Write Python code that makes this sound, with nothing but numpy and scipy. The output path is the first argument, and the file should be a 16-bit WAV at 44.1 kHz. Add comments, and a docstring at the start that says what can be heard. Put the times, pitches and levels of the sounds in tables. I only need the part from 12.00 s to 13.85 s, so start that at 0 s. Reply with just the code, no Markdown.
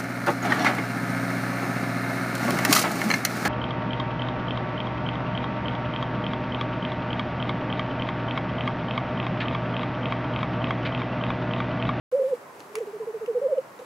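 """Open mountain meadow, black grouse display. The nearest cock coos, then bubbles up a run of
short falling notes into three more coos: almost pure tones from his swollen throat.
Other cocks answer faintly and the slope returns a thin echo. A few dry clicks sound
close to the microphone; light wind hisses over the grass."""
import sys
import numpy as np
from scipy import signal
from scipy.fft import rfft, irfft, next_fast_len
from scipy.io import wavfile
from scipy.ndimage import uniform_filter1d, map_coordinates

SR = 44100
rng = np.random.default_rng(int(sys.argv[2]) if len(sys.argv) > 2 else 0)


def master_out(mix):
    """Clip the mix to full scale and print it as 16-bit PCM to the path in sys.argv[1]."""
    frames = np.transpose(np.atleast_2d(mix))
    ceiling = np.clip(frames, -1, 1)
    pcm = np.round(ceiling * 32767).astype(np.int16)
    wavfile.write(sys.argv[1], SR, pcm)


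N = 81585

# Near cock, one contour per coo: t/s, f/Hz, level/dB
COO_CONTOURS = [
    [(0.122, 518, -42), (0.127, 510, -26), (0.132, 501, -21), (0.146, 512, -18), (0.154, 537, -18),
     (0.16, 572, -25), (0.192, 562, -24), (0.2, 517, -19), (0.206, 540, -24), (0.22, 520, -19),
     (0.235, 543, -30)],
    [(0.235, 541, -32), (0.24, 522, -24), (0.244, 527, -22), (0.266, 518, -24), (0.3, 579, -34),
     (0.336, 497, -18), (0.347, 475, -34), (0.362, 490, -43)],
    [(0.742, 420, -41), (0.758, 420, -37), (0.774, 440, -29), (0.784, 448, -25), (0.792, 450, -35),
     (0.8, 480, -46)],
    [(1.413, 525, -42), (1.418, 529, -26), (1.423, 538, -23), (1.432, 585, -29), (1.465, 517, -18),
     (1.471, 505, -21), (1.482, 520, -38)],
    [(1.482, 585, -36), (1.487, 600, -27), (1.493, 628, -33), (1.51, 618, -30), (1.532, 518, -17),
     (1.54, 510, -23), (1.55, 529, -37)],
    [(1.55, 600, -40), (1.555, 630, -34), (1.563, 650, -38), (1.574, 589, -26), (1.585, 518, -18),
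     (1.588, 516, -19), (1.614, 539, -47)],
]
# Near cock, bubbling run: t/s, length/s, first f/Hz, middle f/Hz, last f/Hz, level/dB, tilt/dB
BUBBLE_NOTES = [(0.799, 0.056, 550, 419, 358, -32, -22), (0.864, 0.06, 465, 403, 400, -37, -14),
                (0.927, .060, 455, 420, 378, -34.5, -7.5), (0.996, .062, 472, 430, 377, -32.5, -15.5),
                (1.064, 0.059, 490, 439, 400, -30.5, -9.5), (1.133, 0.055, 485, 437, 384, -31, -9),
                (1.205, 0.055, 465, 438, 374, -30.5, -5), (1.274, 0.053, 498, 465, 400, -24, -5.5),
                (1.342, 0.052, 468, 497.6, 424, -22, 9.5), (1.387, 0.028, 490, 447, 436, -30.5, -13.5)]
# Far cocks: t/s, length/s, first f/Hz, middle f/Hz, last f/Hz, level/dB
FAR_NOTES = [(0.182, .055, 461.7, 438, 420, -40), (0.451, 0.085, 1023, 1040, 1020, -54),
             (.595, 0.03, 346.6, 315, 305, -46), (.69, 0.048, 400, 415, 400, -45),
             (1.012, 0.042, 1040, 990, 950, -47.5), (1.316, 0.04, 440, 413, 426, -38),
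             (1.411, 0.05, 470, 433, 420, -39.5), (1.489, 0.047, 450, 415, 400, -41.5),
             (1.562, .03, 480, 460, 440, -39.5), (1.703, 0.022, 576, 550, 520, -39.5),
             (1.788, 0.022, 472.3, 482, 513, -32), (1.80, 0.021, 630, 784, 746, -41),
             (1.807, 0.033, 577, 509, 479, -39.5)]
# Dry clicks: t/s, level before colouring/dB, tail re snap/dB, resonance f/Hz, resonance gain/dB
CLICKS = [(0.595, -46, -2, 4100, 1), (0.604, -38.5, -17.5, 4150, 18), (0.7544, -20.5, -17.5, 2256, 8.5),
          (.785, -37, -10, 2900, 1), (1.261, -39, -21.5, 2900, 16), (1.5818, -43, -22, 2900, 14),
          (1.79, -50, -1.5, 3700, 15)]
# Click colour: f/Hz, gain/dB
CLICK_COLOUR = [(100, -52), (500, -13.5), (1200, 7.5), (2700, 4), (3700, -7.5), (6200, -3.5), (8500, -8.5),
                (10400, -4.5), (13000, -17.5), (15500, -15)]
# Click stereo image: f/Hz, left-right correlation
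CLICK_CORRELATION = [(700, 0.79), (1200, -.1), (2300, -0.62), (3400, 0.37), (4300, 0.96), (10000, 0.58),
                     (15000, .6)]
# Moving air spectrum: f/Hz, relative density/dB
AIR_SPECTRUM = [(15, -57), (25, -43), (80, -25.5), (130, -9.5), (189, -7.5), (299, -7), (382, -4.5),
                (557, -3.5), (749, -6), (1040, -4.5), (1320, -8), (2030, -14), (3390, -26), (8270, -28),
                (8970, -29.5), (12400, -31.5), (15800, -36)]
# Air stereo image: f/Hz, left-right correlation
AIR_CORRELATION = [(60, .9), (200, 0.98), (600, 0.87), (1300, 0.17), (3000, 0.25), (7000, 0.28),
                   (15000, 0.74)]
# Grass hiss envelope: t/s, level/dB
GRASS_ENVELOPE = [(.12, -62.5), (.3, -59.5), (.36, -61), (.42, -91), (.52, -65), (.6, -62), (.65, -63),
                  (.86, -63), (.95, -67.5), (1.7, -83.5), (1.85, -56.5)]
# Grass hiss spectrum: f/Hz, relative density/dB
GRASS_SPECTRUM = [(500, -40), (2500, 2.5), (6000, -6.5), (11000, -4.5), (15500, -18)]


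def throat_tone(f_hz, level_db, waver=.005, flutter_db=.4, second_harmonic_db=-49):
    """Tone wavering in pitch and level; the throat all but swallows its overtone."""
    wavering_hz = f_hz * (1 + waver * wobble(150))
    phase_rad = 2 * np.pi * np.cumsum(wavering_hz) / SR
    peak = np.sqrt(2) * amp(level_db + flutter_db * wobble(120))
    return peak * (np.sin(phase_rad) + amp(second_harmonic_db) * np.sin(2 * phase_rad))


def coo(contour, edge_s=.005, glide_s=.003):
    """Drawn-out note, loudest where the pitch sinks onto the throat's resonance; turns are rounded."""
    t_s = clock()
    knots_s, f_hz, level_db = np.transpose(contour)
    glide = lambda values: uniform_filter1d(np.interp(t_s, knots_s, values), int(glide_s * SR))
    gate = ease((t_s - knots_s[0]) / edge_s + .5) * ease((knots_s[-1] - t_s) / edge_s + .5)
    return gate * throat_tone(glide(f_hz), glide(level_db))


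def bubble(start_s, length_s, first_hz, middle_hz, last_hz, level_db, tilt_db=0):
    """Short note: the pitch bends through three points while the breath opens and closes."""
    attack_s, release_s = .0159, .019
    t_s = clock() - start_s
    progress = np.clip(t_s / length_s, 0, 1)
    bend = np.polyfit([0, .5, 1], [first_hz, middle_hz, last_hz], 2)
    breath = ease(t_s / attack_s) * ease((length_s - t_s) / release_s)
    return breath * throat_tone(np.polyval(bend, progress), level_db + tilt_db * (progress - .5))


def slope_echo(calls, gain_db=-29, t60_s=.8, build_s=.06):
    """The hillside scatters a thin late answer."""
    t_s = np.arange(SR) / SR
    tail = rng.standard_normal((2, SR)) * ease(t_s / build_s) * amp(-60 * t_s / t60_s)
    tail /= np.linalg.norm(tail[0])
    return amp(gain_db) * signal.fftconvolve(calls[None], tail, axes=1)[:, :N]


def clicks(snap_t60_s=.011, tail_t60_s=.16, ring_width_hz=360):
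    """Brief snaps, each with one short resonance and a rustling tail."""
    out = np.zeros((2, N))
    for start_s, level_db, tail_db, ring_hz, ring_db in CLICKS:
        t_s = np.maximum(clock() - start_s, 0)
        snap = amp(-60 * t_s / snap_t60_s)
        tail = amp(tail_db - 60 * t_s / tail_t60_s)
        burst = (t_s > 0) * (snap + tail) * stereo_noise([(1000, 0)], CLICK_CORRELATION)  # white
        ring = lambda f_hz: 1 + (amp(ring_db) - 1) / (1 + 2j * (f_hz - ring_hz) / ring_width_hz)
        body = lambda f_hz: amp(log_interp(CLICK_COLOUR, f_hz)) * ring(f_hz)
        out += amp(level_db) * filtered(burst, body)
    return out


def wind(air_db=-46, air_flutter_db=.23, grass_flutter_db=2.6):
    """Soft wash of moving air plus a finer hiss from the grass."""
    air = amp(air_db + air_flutter_db * wobble(14.8)) * stereo_noise(AIR_SPECTRUM, AIR_CORRELATION)
    grass_db = np.interp(clock(), *np.transpose(GRASS_ENVELOPE)) + grass_flutter_db * wobble(60)
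    return air + amp(grass_db) * stereo_noise(GRASS_SPECTRUM, correlation=[(5000, .5)])


def stereo_noise(spectrum, correlation):
    """Coloured noise, rms 1; the mid/side balance sets the left-right correlation."""
    def mid_side_gains(f_hz):
        angle_rad = np.arccos(np.clip(log_interp(correlation, f_hz), -1, 1)) / 2
        return amp(log_interp(spectrum, f_hz)) * [np.cos(angle_rad), np.sin(angle_rad)]

    mid, side = filtered(rng.standard_normal((2, N)), mid_side_gains)
    noise = np.array([mid + side, mid - side])
    return noise / np.sqrt(np.mean(noise ** 2) + 1e-20)


def filtered(x, response):
    """Apply response(f_hz) by zero-padded FFT."""
    n_fft = next_fast_len(N + SR // 2)
    f_hz = np.fft.rfftfreq(n_fft, 1 / SR)
    return irfft(rfft(x, n_fft) * response(f_hz), n_fft)[..., :N]


def wobble(rate_hz):
    """Smooth curve through random knots."""
    knots = rng.standard_normal(int(N * rate_hz / SR) + 4)
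    return map_coordinates(knots, [clock() * rate_hz])


def log_interp(points, f_hz):
    """Interpolate (f/Hz, value) points on a log frequency axis."""
    knots_hz, values = np.transpose(points)
    return np.interp(np.log(f_hz + 1), np.log(knots_hz + 1), values)


def ease(progress):
    """Smooth step, 0 to 1."""
    return np.sin(np.pi / 2 * np.clip(progress, 0, 1)) ** 2


def amp(level_db):
    """dB to gain."""
    return 10 ** (np.asarray(level_db) / 20)


def clock():
    """Sample times, t/s."""
    return np.arange(N) / SR


def scene(pan_db=.9):
    """Cocks slightly right of centre, their echo, clicks, wind."""
    coos = sum(coo(contour) for contour in COO_CONTOURS)
    bubbling = sum(bubble(*note) for note in BUBBLE_NOTES)
    far_cocks = sum(bubble(*note) for note in FAR_NOTES)
    calls = coos + bubbling + far_cocks
    return calls * amp([[-pan_db], [pan_db]]) + slope_echo(calls) + clicks() + wind()


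def record(dry, open_s=.115, top_hz=15800):
    """The microphone opens after a moment; narrow treble notch, band limit."""
    notch_hz, notch_width_hz, notch_db = 9080, 230, -10
    notch = lambda f_hz: amp(notch_db * np.exp(-((f_hz - notch_hz) / notch_width_hz) ** 2))
    lowpass = lambda f_hz: ease((top_hz - f_hz) / 200 + .5)  # 200 Hz edge
    return filtered(dry * (clock() > open_s), lambda f_hz: notch(f_hz) * lowpass(f_hz))


dry = scene()
out = record(dry)
master_out(out)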